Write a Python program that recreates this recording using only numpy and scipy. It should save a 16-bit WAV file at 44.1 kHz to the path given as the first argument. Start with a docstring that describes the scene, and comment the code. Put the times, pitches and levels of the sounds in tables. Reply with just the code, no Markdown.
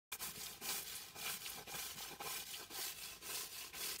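"""A dry, crackling scrape: a wire brush pulled and pushed along a charred board, two round trips a second.
Wire tips crackle through the char and ring briefly, tufts snag and spring free, and the board resounds
under them. The brush nearly rests at the near end; at the far end its bent wires keep scratching.
Close and mono, outdoors, over a faint low wind."""
import sys
import numpy as np
from scipy import signal
from scipy.fft import rfft, irfft
from scipy.io import wavfile
from scipy.ndimage import uniform_filter1d

SR = 44100
rng = np.random.default_rng(int(sys.argv[2]) if len(sys.argv) > 2 else 0)


def master(y):
    """Save y as 16-bit WAV."""
    cut = np.clip(np.atleast_2d(y).T, -1, 1)
    pcm = np.round(cut * 32767)  # scale
    wavfile.write(sys.argv[1], SR, pcm.astype(np.int16))


N = 176400

# pull and push in turn, each running into the next: start_s, fastest_s, hiss_db, rasp_db, board_db, thrum_db
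STROKES = [ (.117, 0.137, -42.5, -56, -56, -86), (0.178, 0.228, -44, -47.5, -54.5, -62),
           (0.332, .440, -50.5, -50.5, -58.5, -67), (0.599, 0.707, -41.5, -45.5, -53.5, -61.5),
           (0.842, 0.905, -52.5, -48, -61, -70), (1.14, 1.31, -44.5, -45.5, -57.5, -62),
           (1.387, 1.5, -51.5, -50, -60, -70), (1.653, 1.791, -47, -47.5, -56.5, -73),
           (1.957, 2.012, -52, -49, -57, -77), (2.183, 2.324, -45.5, -46, -55.5, -69),
           (2.450, 2.543, -52, -50, -62, -71), (2.69, 2.83, -44.5, -45, -57, -71),
           (2.942, 3.052, -52, -51.5, -60.5, -70.5), (3.201, 3.348, -45, -47, -55.5, -69),
           (3.488, 3.61, -50.5, -51.5, -61, -80), (3.722, 3.851, -44, -46.5, -54, -68),
           (3.984, 4.025, -42, -69, -67, -71)]
# the wires leave the char for a moment (a negative dip adds level): time_s, half_length_s, dip_db
LIFTS = [(0.182, 0.02, 5.5), (0.816, 0.0028, 5), (3.463, 0.0017, -1), (3.977, 0.0023, 25)]
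# bright hiss of the wire tips: frequency_hz, level_db
HISS_EQ = [(500, -44), (1000, -10.5), (2000, -5), (4000, -10.5), (6500, -1), (9300, 2), (10300, -2),
           (13500, 0.5), (15500, -0.5)]
# upper-mid rasp of single wires: frequency_hz, level_db
RASP_EQ = [(700, -18), (1300, -13.5), (2000, -3.5), (2800, -4.5), (4000, 0), (6000, -2), (9000, -12.5),
           (15000, -9)]
# resonances of the tufts on two patches of board: pitch_hz, width_hz, first_patch_db, second_patch_db
TUFT_MODES = [(2420, 39, -9.5, -19), (2630, 200, -32, 2), (2990, 210, 0.5, -1.5), (3400, 58, -1.5, 1),
              (4510, 420, 3, 8), (5146, 77, -2, 1), (6760, 160, 0, -1.5), (7990, 570, -6, -5.5),
              (8290, 120, -12.5, 8), (9630, 220, 5, 9)]
# resonances of the board: pitch_hz, width_hz, first_patch_db, second_patch_db
BOARD_MODES = [(149, 47, -8, -16), (236, 49, -10, -9), (351, 63, -5.5, -1.5), (431, 69, -1.5, 0),
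               (691, 38, -7, -6), (799, 60, 0, -5), (1031, 64, -1, -0.5), (1288, 70, -3.5, -5.5),
               (1560, 65, -2.5, -4), (2405, 94, -1, -13)]
# the wires bite and jolt the board: time_s, level_db, half_length_s, brightness_db_per_octave
BITES = [(0.128, -46, 0.0035, 6), (0.379, -70, 0.005, -14), (0.619, -51.5, 0.0067, -1),
         (.705, -48.5, .018, 1.5), (0.804, -59.5, 0.021, -3), (1.163, -53, 0.021, -1.5),
         (1.28, -49, 0.029, 2.5), (1.592, -54.5, 0.023, -2), (1.68, -52.5, 0.0057, -3.5),
         (1.747, -47.5, 0.013, -2.2), (1.97, -70, 0.013, -10), (2.121, -57, 0.019, -5),
         (2.215, -47.5, 0.0094, -1), (2.264, -49.5, .012, 0), (2.364, -59.5, 0.0059, 9),
         (2.617, -52.5, 0.018, -0.5), (2.715, -56, 0.015, -2), (2.790, -54.5, 0.015, -2.5),
         (3.316, -51.5, 0.015, 3), (3.75, -57, 0.0066, 4)]
# low thrum under the strokes: frequency_hz, level_db
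THRUM_EQ = [(40, -60), (90, -2.5), (125, -11), (160, 8.5), (210, 2), (280, -17), (600, -19)]
# wind bed: frequency_hz, level_db
WIND_EQ = [(20, -46), (35, -14.5), (55, -4), (100, -9.5), (200, -17), (600, -29), (3000, -18.5),
           (16000, -32)]
# a tuft snags and chatters free: time_s, level_db, pitch_hz, half_length_s
SNAGS = [ (0.129, -45.5, 3250, 0.0055), (0.417, -47.5, 4330, 0.0069), (0.443, -48.5, 7000, 0.012),
         (0.465, -43, 3950, 0.0055), (0.704, -43.5, 4370, 0.019), (0.834, -50, 12000, 0.0069),
         (.895, -66, 6800, 0.0088), (0.965, -47.5, 9600, 0.015), (1.22, -65, 3300, 0.014),
         (1.278, -44.5, 2730, 0.017), (1.456, -46, 3640, .006), (1.464, -42.5, 2780, .003),
         (1.475, -46, 4400, .003), (1.502, -42, 13100, 0.0037), (1.687, -55, 2550, 0.02),
         (1.995, -51, 4850, 0.0091), (2.025, -49, 3180, 0.011), (2.224, -54.5, 2800, 0.022),
         (2.514, -50, 8800, 0.0059), (2.545, -46.5, 2870, 0.0089), (2.72, -61, 2900, .011),
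         (3.038, -47, 4600, 0.0037), (3.086, -54, 5400, 0.0026), (3.388, -50.5, 4900, 0.042),
         (3.627, -52, 2600, 0.022), (3.753, -52, 2320, 0.026), (3.837, -48, 2580, .008),
         (3.900, -47, 4650, .018), (3.963, -41, 5500, 0.0011)]

LAST_STOP_S = 4.2
PUSH_LAW, PULL_LAW = (1.16, 0.62), (0.46, 1.02)  # effort is speed to a power: (speeding up, slowing down)
NEAR_SLIP, FAR_SLIP = 0.088, 0.072  # effort left at each turn
PAUSE_HALF_S, PAUSE_DB = 0.0088, 9  # the hand rests briefly at the near end
PATCH_MOVE_S = (2.35, 3)  # the brush moves on to the second patch
WIRE_RANGE_HZ, WIRE_SING_S, WIRE_SPREAD_DB = (1200, 15600), .026, 2.2
TIPS_PER_S, GRAINS_PER_S, SNAG_CLICKS_PER_S = 16000, 2500, 16000
RASP_POWER, TUFT_POWER, BOARD_POWER, THRUM_POWER = 0.55, 0.93, 0.45, 0.13  # level is effort to this power
RASP_TRIM_DB, TUFT_TRIM_DB, WIND_DB = -4, -4, -65
TUFT_PIVOT_HZ, TUFT_TILT_DB = 4000, 9  # tilt: dB per octave gained per unit of effort
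BOARD_PIVOT_HZ, BOARD_TILT_DB, BOARD_REST_TILT_DB = 756, 3.5, -0.5
SNAG_WIDTH = 0.42  # bandwidth as a share of the pitch
CUTOFF_HZ = 15700


def from_db(db):
    """Decibels to gain."""
    return 10 ** (np.asarray(db) / 20)


def rms_one(x):
    """Normalises to rms 1."""
    return x / np.sqrt(np.mean(x ** 2) + 1e-20)


def seconds():
    """The timeline."""
    return np.arange(N) / SR


def swell(time_s, half_s):
    """A bell envelope of height 1 around a moment."""
    return np.exp(-.5 * np.minimum(((seconds() - time_s) / half_s) ** 2, 100))


def burst(time_s, half_s):
    """An envelope opening half_s ahead of the moment: sharp attack, slower fall."""
    age = np.clip((seconds() - time_s) / half_s + 1, 0, 20)
    attack = np.minimum(age / 0.25, 1)
    return attack * np.exp(-age ** 2 / 4)


def drift(rate_hz):
    """Smooth random modulation; rms 1."""
    step, run_in = 40, 2000
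    pole = np.exp(-2 * np.pi * rate_hz * step / SR)
    noise = rng.standard_normal(N // step + run_in + 2)
    slow = signal.lfilter([1], [1, -2 * pole, pole * pole], noise)[run_in:]
    return np.interp(np.arange(N) / step, np.arange(len(slow)), rms_one(slow))


def flutter(rate_hz):
    """Quick unevenness of the char, without slow swings; rms 1."""
    wobble = drift(rate_hz)
    return rms_one(wobble - uniform_filter1d(wobble, size=2200))


def colour(x, eq):
    """Shapes a steady sound with an EQ curve; rms 1."""
    hz, db = np.transpose(eq)
    bins_hz = np.maximum(np.arange(N // 2 + 1) * SR / N, 1)
    curve_db = np.interp(np.log(bins_hz), np.log(hz), db)
    return rms_one(irfft(rfft(x) * from_db(curve_db), N))


def resonate(x, hz, width_hz):
    """One band-pass resonance; rms 1."""
    radius = np.exp(-np.pi * width_hz / SR)
    feedback = [1, -2 * radius * np.cos(2 * np.pi * hz / SR), radius * radius]
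    return rms_one(signal.lfilter([1, 0, -1], feedback, x + 1e-18))


def clicks(per_s, spread_db):
    """Random tiny impacts of uneven size; rms 1."""
    chance = rng.random(N) * SR / per_s
    sign = rng.integers(0, 2, N) * 2 - 1
    hit, out = chance < 1, np.zeros(N)
    out[hit] = sign[hit] * from_db(spread_db * np.minimum(-np.log(chance[hit] + 1e-9), 4))
    return rms_one(out)


def ring_modes(modes, wander_db):
    """Grains keep each resonance ringing at a wandering level; one row a mode, rms 1 together."""
    moved = np.interp(seconds(), PATCH_MOVE_S, [0, 1])
    rings = []
    for hz, width_hz, first_db, second_db in modes:
        ring = resonate(clicks(GRAINS_PER_S, spread_db=5.5), hz, width_hz)
        ring = resonate(ring, hz, 5 * width_hz)  # steeper skirts
        level_db = first_db + (second_db - first_db) * moved + wander_db * np.tanh(drift(rate_hz=3.7))
        rings.append(ring * from_db(level_db))
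    return np.array(rings) / sum(rings).std()


def hand():
    """The gesture: scratching effort (0 to 1), nearness (-.5 to .5) and each stroke's four faders."""
    t, strokes = seconds(), np.array(STROKES)
    turns = np.append(strokes[:, 0], LAST_STOP_S)
    effort = np.zeros(N)
    for k, (start, fastest, end) in enumerate(zip(turns, strokes[:, 1], turns[1:])):
        up, down = PUSH_LAW if k % 2 else PULL_LAW
        now = (t >= start) & (t < end)
        phase = np.interp(t[now], [start, fastest, end], [0, 1, 2])
        speed = 0.45 * np.sin(np.pi / 2 * phase) + 0.41 * (1 - abs(phase - 1))
        effort[now] = np.abs(speed) ** np.where(phase < 1, up, down)
    near = np.interp(t, turns, np.arange(len(turns)) % 2)
    slip = NEAR_SLIP + (FAR_SLIP - NEAR_SLIP) * (1 - near) ** 2
    running = np.maximum(np.searchsorted(strokes[:, 0], t) - 1, 0)
    faders_db = uniform_filter1d(strokes[running, 2:].T, size=1300, axis=1)
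    return np.hypot(effort, slip), near - .5, from_db(faders_db)


def char_contact():
    """The level flutters on the uneven char and ducks where the hand rests or the wires lift."""
    pauses_db = sum(PAUSE_DB * swell(start_s, PAUSE_HALF_S) for start_s, *_ in STROKES[1::2])
    lifts_db = sum(dip_db * swell(time_s, half_s) for time_s, half_s, dip_db in LIFTS)
    return from_db(0.52 * flutter(rate_hz=63) - pauses_db - lifts_db)


def wires(count=10000):
    """Single wires catch, sing for a moment at a pitch of their own, and slip free."""
    low, high = np.sqrt(WIRE_RANGE_HZ)
    out = np.zeros(N + SR)
    for when, pitch, strength, length, phase in rng.random((count, 5)):
        hz = (low + (high - low) * pitch) ** 2
        age = np.arange(int(WIRE_SING_S * (.5 + length) * SR)) / SR
        progress, start = age / age[-1], int(when * N)
        gain = from_db(WIRE_SPREAD_DB * min(-np.log(strength + 1e-9), 3)) * hz ** .25
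        envelope = np.sqrt(progress) * (1 - progress)
        out[start:start + len(age)] += gain * envelope * np.sin(2 * np.pi * (hz * age + phase))
    return rms_one(out[:N])


def scratch(eq, ringing, ring_db):
    """Wire tips crackle through the char, with the ring of the wires blended in."""
    return colour(clicks(TIPS_PER_S, spread_db=1) + from_db(ring_db) * ringing, eq)


def tufts(effort):
    """Bundles of wire ring together, louder and brighter as the brush speeds up."""
    octaves = np.log2(np.array(TUFT_MODES)[:, :1] / TUFT_PIVOT_HZ)
    gains = from_db(TUFT_TRIM_DB + TUFT_TILT_DB * octaves * (effort - 1.5))
    return effort ** TUFT_POWER * (gains * ring_modes(TUFT_MODES, wander_db=4)).sum(0)


def board(rub_gain, effort, near):
    """The wooden body: rubbing drives it, brighter with speed, and each bite jolts it."""
    pressure_db = 6.5 * near + 1.7 * flutter(rate_hz=59)  # the hand bears down harder at the near end
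    octaves = np.log2(np.array(BOARD_MODES)[:, :1] / BOARD_PIVOT_HZ)
    tilt_db = octaves * (BOARD_REST_TILT_DB + BOARD_TILT_DB * effort)
    rubbing = rub_gain * effort ** BOARD_POWER * from_db(pressure_db + tilt_db)
    jolts = np.hstack([from_db(db + bright_db * octaves) for _, db, _, bright_db in BITES])
    moments = np.array([swell(time_s, half_s) for time_s, _, half_s, _ in BITES])
    drive = np.sqrt(rubbing ** 2 + jolts ** 2 @ moments ** 2)  # rubbing and bites add in power
    return (drive * ring_modes(BOARD_MODES, wander_db=3)).sum(0)


def thrum(effort, near):
    """A grainy low end that gives the strokes weight and barely follows their speed."""
    grain = colour(clicks(per_s=1000, spread_db=4), THRUM_EQ)
    return effort ** THRUM_POWER * from_db(-0.5 * near) * grain


def wind():
    """A faint, steady bed of low breeze."""
    return from_db(WIND_DB) * colour(rng.standard_normal(N), WIND_EQ)


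def snags():
    """Each snag is a short, dense run of clicks through the resonance of the caught tuft."""
    chatter = clicks(SNAG_CLICKS_PER_S, spread_db=1.5)
    out = np.zeros(N)
    for time_s, level_db, hz, half_s in SNAGS:
        ring = resonate(chatter, hz, SNAG_WIDTH * hz)
        ring = resonate(ring, hz, 2 * SNAG_WIDTH * hz)
        out += from_db(level_db) * burst(time_s, half_s) * ring
    return out


def scene():
    """One hand movement plays tips, wires, tufts and board; snags sit on top, the wind underneath."""
    effort, near, (hiss_gain, rasp_gain, board_gain, thrum_gain) = hand()
    contact = char_contact()
    ringing = wires()
    hiss = hiss_gain * effort * scratch(HISS_EQ, ringing, ring_db=-9)
    drag = rasp_gain * from_db(1.4 * flutter(rate_hz=80))
    single_wires = effort ** RASP_POWER * from_db(RASP_TRIM_DB) * scratch(RASP_EQ, ringing, ring_db=1)
    rasp = drag * (single_wires + tufts(effort))
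    body = board(board_gain, effort, near) + thrum_gain * thrum(effort, near)
    mix = contact * (hiss + rasp + body) + wind() + snags()
    return np.tile(mix, (2, 1))


def record(dry):
    """Silence until the first stroke, then the sound opens abruptly; a steep low-pass trims the top."""
    gate = np.clip((seconds() - STROKES[0][0]) / 0.0016, 0, 1)
    low_pass = signal.ellip(12, .1, 70, CUTOFF_HZ, fs=SR, output="sos")
    return signal.sosfilt(low_pass, dry * gate)


dry = scene()
out = record(dry)
master(out)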